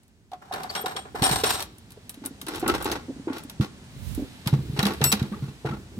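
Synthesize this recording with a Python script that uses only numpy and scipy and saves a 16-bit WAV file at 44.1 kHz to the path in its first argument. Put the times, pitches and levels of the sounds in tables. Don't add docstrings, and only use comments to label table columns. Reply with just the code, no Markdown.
import sys
import numpy as np
from scipy import signal
from scipy.fft import rfft, irfft, next_fast_len
from scipy.io import wavfile
from scipy.ndimage import uniform_filter1d, map_coordinates

SR = 44100
rng = np.random.default_rng(int(sys.argv[2]) if len(sys.argv) > 2 else 0)


def waveform_to_disk(signal):
    frames = np.transpose(np.atleast_2d(signal))
    scaled = np.clip(frames, -1, 1) * 32767
    samples = np.round(scaled).astype(np.int16)
    wavfile.write(sys.argv[1], SR, samples)


N = 264159
TIME_S = np.arange(N) / SR

# pitch in Hz, t60 in seconds.
COVER = (728, 0.068)
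WALL = (423.5, 0.046)
RIM = (330, 0.073)
LID = (269.6, 0.076)
BELLY = (203, 0.13)
BASE = (138.25, .15)
HELD = (136, 0.053)
# start in seconds, relative level in dB, shell mode.
KNOCKS = [(.317, -34, COVER), (.331, -26, COVER), (.511, -24, COVER), (.644, -26, COVER), (0.84, -22, WALL),
          (.846, -25.5, COVER), (.953, -30.5, WALL), (1.055, -37, WALL), (1.146, -24, WALL),
          (1.218, -14.5, HELD), (1.221, -19, LID), (1.311, -16, HELD), (1.436, -12, WALL),
          (1.972, -35.5, WALL), (2.173, -36.5, LID), (2.219, -33, LID), (2.254, -28.5, LID),
          (2.627, -17.5, RIM), (2.629, -24, COVER), (2.668, -22, LID), (2.911, -23, RIM), (3.083, -26, LID),
          (3.095, -21, LID), (3.163, -33, LID), (3.196, -32.5, LID), (3.272, -17.5, RIM),
          (3.302, -19.5, LID), (3.449, -31, LID), (3.599, -8.5, HELD), (3.603, -17.5, BELLY),
          (3.964, -27, HELD), (4.177, -19, LID), (4.193, -21.5, LID), (4.221, -20, LID),
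          (4.466, -13.5, HELD), (4.528, -10, BASE), (4.588, -21, BASE), (4.697, -20.5, HELD),
          (4.732, -24, BASE), (4.789, -12.5, HELD), (4.829, -17.5, BELLY), (4.854, -16, BELLY),
          (5.007, -20, WALL), (5.015, -16, BASE), (5.059, -24.5, BASE), (5.131, -17.5, BELLY),
          (5.217, -10, HELD), (5.235, -26.5, BELLY), (5.317, -23, BELLY), (5.423, -21, BASE),
          (5.484, -27.5, BASE), (5.647, -19, WALL), (5.648, -28, COVER), (5.65, -22, BASE),
          (5.704, -23, BASE), (5.722, -25.5, BELLY), (5.975, -29, BELLY)]
# start in seconds, relative level in dB, sharpness (treble bias) in dB.
CLICKS = [(.032, -62, 4.5), (.079, -64, 5), (.316, -46, -9), (.333, -44.5, -11.5), (.525, -34, -10),
          (.537, -30, -6), (0.633, -32, -4.5), (0.751, -25, -14.5), (.761, -28.5, -9), (.859, -27.5, -9.5),
          (0.9648, -27, -12), (1.2215, -21, -7), (1.238, -21, -10.5), (1.312, -21, -8), (1.436, -20, -8.5),
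          (1.493, -25, -9), (1.6036, -27, -6), (1.6238, -27, -1), (1.782, -52, 8), (1.905, -46, 0.5),
          (1.919, -46, 3), (2.0938, -34, 5.5), (2.142, -43.5, 0), (2.2508, -37.5, 1), (2.259, -31, 9),
          (2.414, -33, 0), (2.4657, -33.5, -5), (2.484, -37.5, 5.5), (2.557, -30.5, -4.5), (2.6781, -24, 5),
          (2.75, -27, -11), (2.824, -36, 7.5), (2.844, -33, 4), (2.9155, -23, -5), (3.331, -36, -11),
          (3.382, -35, -4), (3.4352, -46.5, 6.5), (3.4969, -35.5, -1.5), (3.609, -34, -12.5),
          (4.148, -42.5, 10), (4.473, -21.5, -4), (4.7909, -17.5, -12), (4.828, -20.5, -9),
          (4.8527, -20, -11), (4.866, -21.5, -5), (4.935, -35, -5.5), (5.014, -24, -16.5),
          (5.0412, -14.5, -2), (5.117, -17.5, -3), (5.1245, -12.5, -4.5), (5.195, -32.5, -11.5),
          (5.226, -35, -9.5)]
# start and length in seconds, pressure and grit in relative dB.
FREE_SHOVES = [(.415, 0.15, -48, -60), (.52, .15, -31, -43.5), (.697, 0.073, -38.5, -41),
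               (.753, .07, -29.5, -39), (.857, 0.066, -28, -36), (.957, 0.036, -32, -39.5),
               (1.05, 0.04, -41.5, -68), (1.148, 0.11, -32, -41), (1.226, 0.11, -22, -22),
               (1.318, 0.097, -27.5, -26.5), (1.436, 0.059, -21.5, -21.5), (1.49, 0.065, -30, -23),
               (1.54, 0.076, -28.5, -27.5)]
SEATED_SHOVES = [(2.235, 0.035, -42, -49.5), (2.467, 0.16, -35.5, -40), (2.54, 0.045, -34.5, -35.5),
                 (2.628, 0.13, -32, -65), (2.678, 0.1, -24, -31), (2.8, 0.057, -31.5, -41.5),
                 (2.848, 0.083, -31, -37), (2.918, 0.062, -31.5, -39), (3.275, 0.066, -38, -73),
                 (3.335, 0.076, -39, -44.5), (3.608, 0.043, -34, -36.5), (4.458, 0.042, -37, -38),
                 (4.526, .045, -38, -45), (4.762, 0.099, -36, -42), (4.868, 0.067, -29, -38),
                 (5.025, 0.06, -30.5, -34.5), (5.125, 0.015, -42, -31), (5.17, 0.088, -41, -51),
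                 (5.32, .05, -39, -55), (5.42, 0.084, -50, -53.5), (5.65, 0.093, -33.5, -46)]
# start and length in seconds, relative level in dB, pitch in Hz.
SQUEAKS = [(0.691, 0.023, -32, 4510), (0.804, 0.029, -35.5, 12450), (2.483, 0.0064, -34, 10000),
           (2.671, 0.058, -27, 1318), (2.917, 0.014, -35, 6270), (5.331, 0.018, -40, 1200),
           (5.66, 0.032, -39, 1412), (5.715, .028, -38.5, 1328)]
# centre in Hz, width in Hz, relative gain in dB.
SHELL_RESONANCES = [(421, 114, 3.5), (783, 64, -4), (1130, 32, -2.5), (1280, 8.9, -9), (1417, 35, -3),
                    (1690, 11, -32), (3200, 12, -9), (3847, 64, 3), (4370, 68, -0.5), (5565, 80, 4.5),
                    (7650, 41, 1.5), (9510, 120, 1.5), (12600, 140, 1)]
# time in seconds, left-channel lead in seconds.
LEFT_LEAD = [(.2, .00025), (.7, .0004), (1.25, .00034), (1.75, 0)]

# frequency in Hz, relative level in dB, t60 in seconds.
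LOOSE_LATCH_MODES = [(3310, -1.5, 0.16), (3890, -4, 0.16), (5500, -3, 0.15), (7540, -9, 0.32),
                     (8000, -26, 0.32), (8240, -6.5, 0.23), (8650, 0, 0.23), (12400, -14, 0.24),
                     (13300, -25, .2)]
SNAP_LATCH_MODES = [(2735, -17, 0.47), (3800, -21, 0.29), (4300, -15.5, .25), (5530, -9, 0.3),
                    (7934, -1, 1), (8400, -16, 0.4), (12560, -3, 0.25), (12700, -5, 0.14),
                    (13635, -7, 0.21), (14830, -13, 0.11)]
# start in seconds, relative level in dB, favoured frequency in Hz.
JOLTS = [(.751, -33, 5500), (0.776, -32, 3240), (0.862, -40, 8600), (0.964, -33, 3300), (1.221, -32, 8600),
         (1.239, -17, 8640), (1.313, -28, 8600), (1.356, -32.5, 8550), (1.458, -23.5, 8600),
         (1.498, -28, 7600), (1.541, -31, 7850), (2.748, -42, 5500)]
# start in seconds, level in dB, low band edge in Hz.
CRACKS = [(5.0405, -12, 4470), (5.1236, -15, 3300)]

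# time in seconds, relative level in dB.
FLEX_LEVELS = [(0, -62), (1.08, -50), (1.33, -33.5), (1.9, -51.5), (2.5, -49), (2.76, -36), (3.25, -50),
               (4.42, -48.5), (4.55, -33.5), (5.45, -38), (5.6, -50), (5.8, -36), (5.88, -49.5),
               (5.99, -33)]
RUB_LEVELS = [(1.65, -60), (2.5, -61), (3.7, -61.5), (4.15, -49.5), (4.6, -52.5), (4.86, -45), (5.3, -52.5),
              (5.99, -61.5)]
AIR_LEVELS = [(0, -64.5), (.3, -66.5), (.6, -52), (1.7, -59.5), (2.6, -50.5), (5.99, -53)]
# peak time in seconds, right-channel level in dB.
RUMBLE_SWELLS = [(1.3, -38), (2.72, -38.5), (4.11, -30)]
# frequency in Hz, gain in dB.
FREE_COLOUR = [(100, -12), (250, -7.5), (420, -9.5), (560, -5), (760, 4.5), (1000, -3.5), (1300, -3.5),
               (2200, -9.5), (4300, -11), (6500, -19.5), (8500, -13.5), (11000, -25.5), (13000, -17.5),
               (16000, -34)]
SEATED_COLOUR = [(120, -12), (330, 1), (600, -10), (850, -2.5), (1350, -5.5), (2300, -7), (4000, -7.5),
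                 (6500, -17.5), (10500, -20.5), (13000, -22), (16000, -29.5)]
FLEX_COLOUR = [(25, -23), (55, 2), (90, 5.5), (150, -3), (250, -6), (400, -7), (900, -40)]
RUB_COLOUR = [(400, -20), (1000, 5.5), (4000, 9), (6500, -4.5), (9000, 0.5), (11000, -4), (13500, -4),
              (16000, -20)]
AIR_COLOUR = [(18, -40), (30, -6), (86, -6), (245, -1), (311, -17.5), (844, -17.5), (1280, -22.5),
              (1720, -21), (2230, -23), (3770, -25), (9220, -28.5), (16000, -73)]
RUMBLE_COLOUR = [(25, -25), (60, 5.5), (130, -1.5), (250, -17), (700, -36)]
# frequency in Hz, coherence from 0 to 1.
COHERENCE = [(30, 0.63), (130, 0.98), (300, 1), (600, 0.81), (1500, 0.41), (16000, 0.089)]


def knocks(rise_s=0.0014, relax_s=0.0063, overtone_db=-17, wash_db=-17):
    out, t = np.zeros((2, N)), np.arange(SR // 3) / SR
    lid_wobbles = [(s, db, LID) for s, db in random_events(2.3, 3.2, per_s=5, db=-38)]
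    for start_s, db, (hz, t60_s) in KNOCKS + lid_wobbles:
        phase = 2 * np.pi * np.cumsum(hz * (1 + .06 * np.exp(-t / relax_s))) / SR
        swing = (np.sin(phase) + amp(overtone_db) * np.sin(1.4 * phase)) * decay(t, t60_s)
        wash = unit(band(noise(len(t)), hz * 0.45, hz * 1.84)) * decay(t, 1.8 * t60_s)
        add(out, start_s, amp(db + 2) * (swing + amp(wash_db) * wash) * rise(t, rise_s))
    return out


def clicks(spot_ref_hz=6530, sharp_db_per_octave=13.5):
    out, t = np.zeros((2, N)), np.arange(SR // 4) / SR
    drag_ticks = [(s, db, 4) for s, db in random_events(2.5, 2.8, per_s=8, db=-44)]
    for start_s, db, sharp_db in CLICKS + drag_ticks:
        pitch_ratio = 2 ** (sharp_db / sharp_db_per_octave)
        spot_hz = spot_ref_hz * pitch_ratio
        spot_colour = [(spot_hz * 0.84, 0), (spot_hz, 7), (spot_hz / 1.02, 0)]
        plastic = tint(tint(noise(len(t)), SEATED_COLOUR), spot_colour)
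        treble = unit(band(plastic, 2660, 7330))
        edge = amp(sharp_db + 1) * unit(band(plastic, 8600, 17200))
        body = amp(-7.5 - 0.59 * sharp_db) * unit(band(plastic, 516, 2660))
        age = t * pitch_ratio ** 0.41
        crack_env = (decay(age, 0.018) + amp(-10) * decay(age, 0.094)) * rise(t, 0.00086)
        body_env = decay(t, 0.083) * rise(t, 0.0027)
        add(out, start_s, amp(db + 1) * ((treble + edge) * crack_env + body * body_env))
    return out


def scrape(shoves, colour, slips_per_s, uneven_db, t60_s, body_gain_db, grit_gain_db):
    t = np.arange(SR // 12) / SR
    slipping = rng.random(N) < slips_per_s / SR
    sizes = amp(uneven_db * np.minimum(rng.exponential(1, N), 3))
    slips = slipping * sizes * rng.choice([-1, 1], N)
    slips *= amp(3 * unit(band(rng.standard_normal(N), 23.8, 93)))
    contact = rng.choice(3, N)
    rung = np.zeros((2, N))
    for point in range(3):
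        response = noise(len(t)) * decay(t, t60_s)
        rung += signal.oaconvolve((slips * (contact == point))[None], response, axes=1)[:, :N]
    rung = tint(rung, colour)
    body, grit = unit(band(rung, 114, 2210)), unit(band(rung, 3000, 22000))
    power = np.zeros((2, N))
    for start_s, length_s, pressure_db, grit_db in shoves:
        gains = amp([[pressure_db + body_gain_db], [grit_db + grit_gain_db]])
        add(power, start_s, (gains * shove(length_s)) ** 2)
    body_env, grit_env = np.sqrt(power)
    return body * body_env + grit * grit_env


def shove(length_s, bite_s=0.0055, ease_db=-8.5, release_db_per_s=422):
    t = np.arange(SR // 3) / SR
    eased_db = ease_db * np.minimum(t / length_s, 1)
    released_db = release_db_per_s * np.maximum(t - length_s, 0)
    return np.minimum(t / bite_s, 1) * amp(eased_db - released_db)


def shell(x, gain_db=-2):
    rung = sum(amp(db) * signal.lfilter(*signal.iirpeak(hz, hz / width_hz, fs=SR), x)
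               for hz, width_hz, db in SHELL_RESONANCES)
    return amp(gain_db) * (x + rung)


def swing_in(x):
    read_at = np.arange(N) + SR * np.interp(TIME_S, *np.transpose(LEFT_LEAD))
    return np.array([map_coordinates(x[0], [read_at], order=5), x[1]])


def loose_latch(focus_db_per_octave=22, chatter_depth=0.46, chatter_band_hz=(22.5, 90)):
    out, t = np.zeros((2, N)), np.arange(SR // 2) / SR
    for start_s, db, favoured_hz in JOLTS:
        for hz, mode_db, t60_s in LOOSE_LATCH_MODES:
            chatter = 1 + chatter_depth * unit(band(rng.standard_normal(len(t)), *chatter_band_hz))
            loss_db = focus_db_per_octave * min(abs(np.log2(hz / favoured_hz)), .3)
            add(out, start_s, amp(db) * chatter * ring([(hz, mode_db - loss_db, t60_s)], t))
    return out


def snap_latch(snap_s=5.0405, shut_s=5.108, shut_t60_s=0.031, gain_db=-19, floor_db=-40):
    out, t = np.zeros((2, N)), np.arange(SR // 2) / SR
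    since_shut_s = np.maximum(t + snap_s - shut_s, 0)
    damping = np.maximum(decay(since_shut_s, shut_t60_s), amp(floor_db))
    add(out, snap_s, amp(gain_db) * ring(SNAP_LATCH_MODES, t) * damping)
    return out


def latch_cracks(t60_s=0.018, top_hz=12600):
    out, t = np.zeros((2, N)), np.arange(SR // 20) / SR
    for start_s, db, low_hz in CRACKS:
        add(out, start_s, amp(db) * decay(t, t60_s) * unit(band(noise(len(t)), low_hz, top_hz)))
    return out


def squeaks(climb=.05, jitter=0.026):
    out = np.zeros((2, N))
    for start_s, length_s, db, pitch_hz in SQUEAKS:
        size = int(length_s * SR)
        waver = unit(uniform_filter1d(rng.standard_normal(SR // 4), size=24))[:size]
        hz = pitch_hz * (1 + climb * np.linspace(-.5, .5, size)) * (1 + jitter * waver)
        add(out, start_s, amp(db + 4) * np.hanning(size) * np.sin(2 * np.pi * np.cumsum(hz) / SR))
    return out


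def hand(grip_s=.5, fade_in_s=0.3, flex_gain_db=-3.5, rub_gain_db=-2):
    flutter = amp(-0.5 * unit(uniform_filter1d(rng.standard_normal(N), size=300)))
    flex = envelope(FLEX_LEVELS) * unit(tint(noise(N), FLEX_COLOUR))
    grip = np.clip((TIME_S - grip_s) / fade_in_s, 0, 1)
    rub = grip * envelope(RUB_LEVELS) * flutter * unit(tint(noise(N), RUB_COLOUR))
    return amp(flex_gain_db) * flex + amp(rub_gain_db) * rub


def yard_echoes(x, wet_db=-21, t60_s=0.45):
    t = np.arange(SR // 2) / SR
    tail = band(rng.standard_normal((2, len(t))), 220, 5700) * decay(t, t60_s) * rise(t, 0.0043)
    return x + amp(wet_db) * signal.oaconvolve(x, tail / np.linalg.norm(tail[0]), axes=1)[:, :N]


def low_rumble(swell_s=0.11, floor_db=-60.5):
    swells = sum(amp(db) * np.exp(-((TIME_S - peak_s) / swell_s) ** 2) for peak_s, db in RUMBLE_SWELLS)
    rumble = unit(tint(rng.standard_normal((2, N)), RUMBLE_COLOUR))
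    return (amp(floor_db) + swells) * rumble * stereo(-16, 0)


def air(gain_db=-4):
    wash = tint(noise(N), AIR_COLOUR)
    return amp(gain_db) * envelope(AIR_LEVELS) * wash / np.std(band(wash, 340, 3300))


def noise(size, left_lag_s=.00016):
    fft_size = next_fast_len(size)
    hz = np.fft.rfftfreq(fft_size, 1 / SR)
    right, other = rng.standard_normal((2, len(hz))) + 1j * rng.standard_normal((2, len(hz)))
    coherence = np.clip(log_interp(COHERENCE, hz), 0, 1)
    left = coherence * right + np.sqrt(1 - coherence ** 2) * other
    left *= np.exp(-2j * np.pi * hz * left_lag_s)
    return unit(irfft([left, right], fft_size)[:, :size])


def ring(modes, t):
    return sum(amp(db) * decay(t, t60_s) * np.sin(2 * np.pi * hz * t + rng.normal(0, 0.79, (2, 1)))
               for hz, db, t60_s in modes)


def random_events(start_s, end_s, per_s, db, spread_db=5.5):
    span_s = end_s - start_s
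    draws = rng.random((round(per_s * span_s), 2))
    return [(start_s + span_s * when, db + spread_db * (2 * size - 1)) for when, size in draws]


def amp(db):
    return 10 ** (np.asarray(db) / 20)


def stereo(left_db, right_db):
    return amp([[left_db], [right_db]])


def unit(x):
    return x / np.sqrt(np.mean(x ** 2) + 1e-20)


def rise(t, tau_s):
    return 1 - np.exp(-t / tau_s)


def decay(t, t60_s):
    return amp(-60 * t / t60_s)


def envelope(levels):
    return amp(np.interp(TIME_S, *np.transpose(levels)))


def log_interp(rows, hz):
    row_hz, values = np.transpose(rows)
    return np.interp(np.log(hz + 1), np.log(row_hz), values)


def tint(x, colour):
    size = next_fast_len(x.shape[-1])
    gain = amp(log_interp(colour, np.fft.rfftfreq(size, 1 / SR)))
    return irfft(rfft(x, size) * gain, size)[..., :x.shape[-1]]


def band(x, low_hz, high_hz):
    sos = signal.butter(3, [low_hz, min(high_hz, .48 * SR)], "band", fs=SR, output="sos")
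    return signal.sosfilt(sos, x)


def add(mix, start_s, sound):
    part = mix[:, max(round(start_s * SR), 0):][:, :sound.shape[-1]]
    part += sound[..., :part.shape[1]]


def scene():
    free = scrape(FREE_SHOVES, FREE_COLOUR, slips_per_s=1300, uneven_db=3.5, t60_s=0.043,
                  body_gain_db=0, grit_gain_db=-2)
    seated = scrape(SEATED_SHOVES, SEATED_COLOUR, slips_per_s=800, uneven_db=5, t60_s=0.046,
                    body_gain_db=2, grit_gain_db=0)
    rim = shell(free + seated + clicks()) * stereo(.3, -.3)
    ringing = (loose_latch() + snap_latch() + squeaks()) * stereo(2.5, -3)
    contacts = swing_in(rim + ringing) + latch_cracks() + knocks() * stereo(-.6, .6)
    return yard_echoes(contacts) + hand() * stereo(-.6, .6) + air() + low_rumble()


def record(dry, low_hz=42, high_hz=16100):
    thinned = signal.sosfilt(signal.butter(3, low_hz, "high", fs=SR, output="sos"), dry)
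    lowpass = signal.firwin(511, high_hz, window=("kaiser", 9), fs=SR)
    return signal.oaconvolve(thinned, lowpass[None], "same")


dry = scene()
out = record(dry)
waveform_to_disk(out)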